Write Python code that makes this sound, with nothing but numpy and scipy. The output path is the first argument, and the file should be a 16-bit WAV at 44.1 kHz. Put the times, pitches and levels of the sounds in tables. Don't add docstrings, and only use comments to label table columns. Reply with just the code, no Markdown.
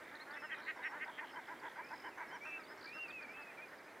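import sys
import numpy as np
from scipy import signal
from scipy.io import wavfile
from scipy.ndimage import uniform_filter1d

SR = 44100
rng = np.random.default_rng(int(sys.argv[2]) if len(sys.argv) > 2 else 0)


def materialize(psi):
    bounded = np.clip(np.atleast_2d(psi).T, -1, 1)
    quanta = np.round(bounded * 32767).astype(np.int16)
    wavfile.write(sys.argv[1], SR, quanta)


def volts_from_db(level):
    exponent = np.asarray(level, float) / 20
    return 10 ** exponent


N = 176400

# f/Hz, relative level per Hz/dB
WIND_COLOUR = [(20, -68), (75, -16), (170, -10), (306, 0.5), (810, -2), (1200, -4.5), (1620, -3.5),
               (2150, -3), (2600, -14), (3200, -16.5), (4940, -22), (6350, -25), (15500, -29.5)]
# f/Hz, likeness (1 = identical)
WIND_LIKENESS = [(40, 0.93), (150, 0.99), (380, 0.96), (950, 0.98), (2380, 1), (5980, 0.86), (15000, 0.61)]
# f/Hz, left minus right level/dB
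WIND_BALANCE = [(60, -3.5), (240, -2), (950, -1), (3770, -1), (15000, -2)]
WIND_DB = -56.5

# f/Hz, width of each of two passes/Hz, level/dB.
CHORUS_THROAT = [(858, 350, -3.5), (1240, 740, -5), (1637, 470, 1.5), (2007, 340, 4)]
FAR_THROAT = [(950, 1150, -3), (1422, 110, 11.5), (1564, 760, 2), (1855, 650, 2)]
HOLLOW_THROAT = [(855, 342, -2), (1008, 345, -1), (1420, 125, -6.5), (1580, 290, -3.5), (2034, 450, -9)]
BRIGHT_THROAT = [(1650, 720, -4), (2050, 280, 4.5), (2500, 430, -7.5), (2785, 980, -17)]

# peak moment as a share of its length, pulse rate at start and at end as shares
# of the top rate, roughness (0-1) at start and from the peak on, starting level/dB
FAR_SHAPE = (.6, .84, .9, .45, .14, -8)
HOLLOW_SHAPE = (.66, .72, .72, .85, .15, -6)
BRIGHT_SHAPE = (.64, .8, .86, .45, .08, -18)

# first note t/s, last note t/s, number of notes, each note from f/Hz, to f/Hz,
# level of a middle note/dB. 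Every note varies around these values.
TRILLS = [(0.03, 0.13, 6, 3280, 3890, -67), (0.612, 0.708, 11, 3530, 4550, -60),
          (0.57, 0.598, 3, 3420, 2900, -62), (0.325, 0.36, 5, 3770, 3350, -61.5),
          (0.581, 0.602, 2, 6000, 4900, -64.5), (0.545, 0.593, 4, 4100, 3500, -63),
          (1.079, 1.094, 2, 3800, 3100, -59.5), (1.115, 1.197, 12, 3500, 2950, -59),
          (1.244, 1.317, 7, 3475, 2700, -61.5), (1.273, 1.28, 2, 4400, 3800, -62),
          (1.297, 1.359, 5, 5540, 4670, -67), (1.418, 1.491, 5, 3700, 2900, -66.5),
          (1.47, 1.522, 4, 5480, 4710, -69), (1.634, 1.713, 6, 3710, 3000, -62),
          (1.844, 2.088, 12, 5300, 4900, -63), (1.858, 2.074, 10, 4700, 5000, -74),
          (2.155, 2.202, 3, 6400, 5960, -68.5), (2.416, 2.503, 6, 5100, 6070, -68),
          (2.652, 2.668, 2, 4000, 3250, -65), (2.776, 2.791, 2, 5030, 5900, -64),
          (2.81, 2.889, 6, 5140, 3840, -56.5), (2.799, 2.881, 6, 4300, 5070, -69),
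          (3.284, 3.33, 6, 5370, 4800, -71.5), (3.656, 3.755, 5, 5000, 5240, -73)]
# start t/s, length t/s, from f/Hz,
# middle f/Hz, to f/Hz, level/dB
SLURS = [(0.152, 0.0051, 3500, 3920, 4700, -56), (0.16, 0.017, 4300, 3980, 3400, -63.5),
         (0.197, 0.037, 3500, 4190, 4100, -58.5), (0.306, 0.014, 3600, 4550, 4900, -62),
         (0.337, 0.013, 5000, 5270, 5250, -70), (0.365, 0.0138, 5500, 5300, 5100, -68.5),
         (0.395, 0.028, 5220, 5340, 4800, -68), (0.418, 0.07, 5150, 5220, 5030, -68),
         (0.366, 0.06, 2620, 2630, 2580, -60.5), (.43, 0.086, 3150, 2710, 2600, -63),
         (0.513, 0.024, 3200, 3160, 2980, -53), (0.549, 0.062, 2500, 2430, 2400, -61.5),
         (0.831, 0.011, 3800, 3780, 3700, -59), (0.838, 0.091, 5600, 5464, 5430, -70),
         (1.047, 0.0047, 5100, 4900, 4600, -62), (1.356, 0.02, 3100, 3070, 3160, -60.5),
         (1.598, 0.0068, 5000, 4720, 4400, -64), (1.805, 0.081, 2250, 2360, 2520, -60),
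         (1.879, 0.05, 2650, 2568, 2510, -65), (2.026, 0.065, 2850, 3054, 2800, -63),
         (2.108, 0.05, 2850, 2550, 2355, -66.5), (2.272, .048, 5450, 5240, 4900, -71.5),
         (2.303, 0.064, 2920, 3130, 2900, -62.5), (2.33, 0.05, 5600, 5720, 4760, -68.5),
         (2.596, .022, 5400, 5060, 4570, -70), (2.634, 0.018, 4350, 4550, 4480, -64.5),
         (2.675, 0.065, 4700, 5130, 4900, -67), (2.925, 0.07, 4600, 5260, 4230, -66),
         (2.966, .065, 5850, 6100, 6300, -79), (3.026, 0.012, 4300, 4920, 5730, -65.5),
         (3.08, 0.017, 5300, 4640, 4300, -63.5), (3.102, 0.016, 3850, 3497, 2970, -59),
         (3.222, 0.017, 5200, 4600, 4250, -63.5), (3.37, 0.015, 3200, 3170, 3200, -64),
         (2.59, 0.045, 2500, 2370, 2210, -61), (3.413, .028, 5200, 4700, 4100, -70),
         (3.485, 0.099, 2680, 2671, 2660, -71), (3.868, 0.027, 2300, 2420, 2640, -65.5),
         (3.774, 0.024, 5200, 4830, 4200, -72)]
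# start t/s, length t/s, from f/Hz, middle f/Hz, to f/Hz,
# level/dB
WADER_WHISTLES = [(2.408, 0.063, 2257, 2360, 2590, -52.5), (2.454, 0.064, 2670, 2653, 2566, -50),
                  (2.514, 0.069, 2618, 2653, 2614, -47.5), (2.474, 0.092, 2386, 2370, 2290, -55),
                  (2.864, 0.073, 2290, 2403, 2550, -54), (2.928, 0.063, 2676, 2732, 2716, -52),
                  (2.986, 0.081, 2727, 2764, 2570, -47), (3.081, 0.038, 2410, 2440, 2620, -51.5),
                  (3.124, 0.087, 2643, 2564, 2395, -50), (3.215, 0.042, 2390, 2410, 2240, -51),
                  (3.281, 0.0555, 2225, 2356, 2420, -53.5), (3.333, 0.12, 2550, 2618, 2560, -54.5),
                  (3.462, .055, 2506, 2500, 2320, -56.5), (3.571, 0.042, 2430, 2315, 2410, -55),
                  (3.617, 0.042, 2490, 2460, 2380, -54)]

# start t/s, length t/s, rms level/dB, top pulse rate f/Hz
FAR_CROAKS = [(0, 0.039, -58, 312), (.10, 0.081, -56.5, 300), (.26, 0.13, -52.5, 305.5),
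              (.415, 0.0506, -49, 310), (.91, 0.096, -52, 301), (.56, 0.07, -55.5, 298),
              (2.44, 0.065, -53.5, 319.5), (2.56, 0.076, -58, 321.3), (2.69, 0.054, -56, 310),
              (2.83, 0.04, -55.5, 330), (2.945, 0.055, -56, 320.4), (3.07, 0.059, -58, 310),
              (3.19, 0.065, -57.5, 310), (3.36, 0.07, -56, 300), (3.57, 0.049, -58.5, 310),
              (3.71, 0.042, -57.5, 310), (3.84, 0.061, -62.5, 310)]
HOLLOW_CROAKS = [(.605, 0.071, -58.5, 337), (.755, 0.07, -53, 331), (.89, 0.077, -52, 335.4),
                 (1.055, 0.057, -49.5, 332.8), (1.181, 0.079, -50.5, 333), (1.328, 0.078, -49.5, 334),
                 (1.473, 0.074, -50, 334), (1.612, 0.08, -49, 336.2), (1.752, 0.071, -48, 333),
                 (1.896, 0.061, -48.5, 329.5), (2.033, 0.067, -49, 331), (2.17, 0.069, -48, 328.5),
                 (2.302, 0.078, -51, 324)]
BRIGHT_CROAKS = [(.338, 0.053, -52.5, 334.4), (.484, 0.072, -45.5, 319.2), (.658, 0.06, -43, 320.7),
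                 (.818, 0.069, -43, 323), (.99, 0.0606, -45, 315), (1.171, 0.036, -47, 311.4)]


def evened(x):
    return x / np.sqrt(np.mean(x ** 2) + 1e-20)


def read_curve(points, hz):
    f, value = np.transpose(points)
    return np.interp(np.log(hz + 1), np.log(f + 1), value)


def add(mix, start_s, sound):
    part = mix[round(start_s * SR):][:len(sound)]
    part += sound[:len(part)]


def wander(n, span):
    return evened(uniform_filter1d(uniform_filter1d(rng.standard_normal(n), span), span))


def resonate(x, hz, width_hz):
    turn = np.exp(2j * np.pi * np.cumsum(hz * np.ones(len(x))) / SR)
    r = np.exp(-np.pi * width_hz / SR)
    return 2 * (turn * signal.lfilter([1 - r], [1, -r], x / turn)).real


def wind(patchy_db=0.85, flicker_db=0.35, frames_wide=14, bins_wide=12):
    frames = N // 256 + 5
    hz = np.fft.rfftfreq(1024, 1 / SR)
    a, b, c, d, patches = rng.standard_normal((frames, 513, 5)).T
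    patches = uniform_filter1d(uniform_filter1d(patches, bins_wide, 0), frames_wide, 1)
    patches = evened(patches)
    left, separate = a + 1j * b, c + 1j * d
    same = np.clip(read_curve(WIND_LIKENESS, hz), -1, 1)[:, None]
    right = same * left + np.sqrt(1 - same ** 2) * separate
    right = right * volts_from_db(-read_curve(WIND_BALANCE, hz))[:, None]
    colour_db = read_curve(WIND_COLOUR, hz)[:, None]
    swell_db = flicker_db * wander(frames, frames_wide)
    spectra = np.array([left, right]) * volts_from_db(colour_db + patchy_db * patches + swell_db)
    noise = signal.istft(spectra, nperseg=1024, noverlap=768)[1][:, :N]
    return volts_from_db(WIND_DB) * evened(noise)


def chorus():
    out = np.zeros(N)
    for when, long, size, loud in rng.random((85, 4)):
        start_s = when * N / SR
        scale = .86 + .24 * size
        db = -65 - 1.51 * start_s - 2.2 * np.log(loud)
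        throat = [(f * scale, width, g_db) for f, width, g_db in CHORUS_THROAT]
        add(out, start_s, croak(0.0504 + 0.048 * long, db, 310 * scale, throat, FAR_SHAPE))
    return out


def tone(hz, gain):
    wavering_hz = hz * (1 + .008 * wander(len(hz), 60))
    turns = np.cumsum(wavering_hz) / SR + rng.random()
    return np.sqrt(2) * gain * np.sin(2 * np.pi * turns)


def slur(length_s, from_hz, middle_hz, to_hz, db, soft=.45):
    u = np.arange(0, length_s, 1 / SR) / length_s
    hz = from_hz * (1 - u) * (1 - 2 * u)
    hz = hz + 4 * middle_hz * u * (1 - u)
    hz = hz + to_hz * u * (2 * u - 1)
    return tone(hz, volts_from_db(db) * np.sin(np.pi * u) ** soft)


def twitter():
    out = np.zeros(N)
    for when, long, pitch, bend, glide, loud in rng.random((70, 6)):
        hz = 1900 * 2.8 ** pitch
        middle_hz, to_hz = hz * (.94 + .1 * bend), hz * (.82 + .26 * glide)
        note = slur(.012 + .06 * long ** 2, hz, middle_hz, to_hz, -81 + 8 * loud)
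        add(out, when * N / SR, note)
    return out


def trills():
    out = np.zeros(N)
    for first_s, last_s, notes, from_hz, to_hz, middle_db in TRILLS:
        times, gap_s = np.linspace(first_s, last_s, round(notes), retstep=True)
        arch = np.sin(np.linspace(.15, .85, len(times)) * np.pi) - 1
        note_s = min(.5 * gap_s, .008)
        chances = rng.standard_normal((16, 3))
        for start_s, arch_db, (strength, pitch, late) in zip(times, 6 * arch, chances):
            shift = 1 + .012 * pitch * abs(from_hz - to_hz) / 1000
            middle_hz = (from_hz + to_hz) / 2
            db = middle_db + arch_db + 1.5 * strength
            note = slur(note_s, from_hz * shift, middle_hz * shift, to_hz * shift, db, soft=0.26)
            add(out, start_s + .06 * gap_s * late, note)
    return out


def slurs():
    out = np.zeros(N)
    for start_s, *note in SLURS:
        add(out, start_s, slur(*note))
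    return out


def wader():
    out = np.zeros(N)
    for start_s, *note in WADER_WHISTLES:
        add(out, start_s, slur(*note, soft=0.23))
    return out


def croak(length_s, db, top_hz, throat, shape):
    peak, first, last, rough_start, rough_peak, start_db = shape
    u = np.arange(0, length_s, 1 / SR) / length_s
    before = np.clip(1 - u / peak, 0, 1)
    after = np.clip((u - peak) / (1 - peak), 0, 1)
    rough = rough_peak + (rough_start - rough_peak) * before

    pulse_hz = top_hz * (1 - (1 - first) * before ** 1.4 - (1 - last) * after ** 1.7)
    ragged_hz = pulse_hz * (1 + .16 * rough * wander(len(u), 70))
    turns = np.cumsum(ragged_hz) / SR + rng.random()
    folds = sum(np.cos(2 * np.pi * k * turns) for k in range(1, 12))
    breath = resonate(rng.standard_normal(len(u)), 1600, 3000)
    puffs = (.25 + np.exp(-(turns % 1) / .3)) * breath
    drive = (1 - rough) * evened(folds) + rough * evened(puffs)

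    mouth = (pulse_hz / top_hz) ** .2 * (1 + .025 * rng.standard_normal())
    voice = np.zeros(len(u))
    for k, (f, width_hz, g_db) in enumerate(throat):
        ring = resonate(resonate(drive, f * mouth, width_hz), f * mouth, width_hz)
        voice += (-1) ** k * volts_from_db(g_db) * ring
    swell = volts_from_db(start_db * before ** 2) * np.cos(np.pi / 2 * after) ** .8 * np.minimum(u / .1, 1)
    return volts_from_db(db) * evened(voice * swell)


def callers():
    out = np.zeros(N)
    for rows, throat, shape in ((FAR_CROAKS, FAR_THROAT, FAR_SHAPE),
                                (HOLLOW_CROAKS, HOLLOW_THROAT, HOLLOW_SHAPE),
                                (BRIGHT_CROAKS, BRIGHT_THROAT, BRIGHT_SHAPE)):
        for start_s, length_s, db, top_hz in rows:
            add(out, start_s, croak(length_s, db, top_hz, throat, shape))
    return out


def banks(x):
    t = np.arange(SR // 4) / SR
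    spikes = rng.standard_normal((2, len(t))) * (rng.random((2, len(t))) < .05)
    tail = spikes * volts_from_db(-60 * t / .25) * (t > .004)
    tail = np.array([tail[0], tail[0] + .4 * tail[1]])
    return signal.fftconvolve(x[None], tail / np.linalg.norm(tail[0]), axes=1)[:, :N]


def scene():
    animals = chorus() + twitter() + trills() + slurs() + wader() + callers()
    animals = animals + volts_from_db(-13) * banks(animals)
    animals = animals * volts_from_db(np.array([[-.45], [.45]]))
    return animals + wind()


def band_limit(x):
    return signal.sosfilt(signal.butter(12, 15620, fs=SR, output="sos"), x)


def record(dry):
    return band_limit(dry)


dry = scene()
out = record(dry)
materialize(out)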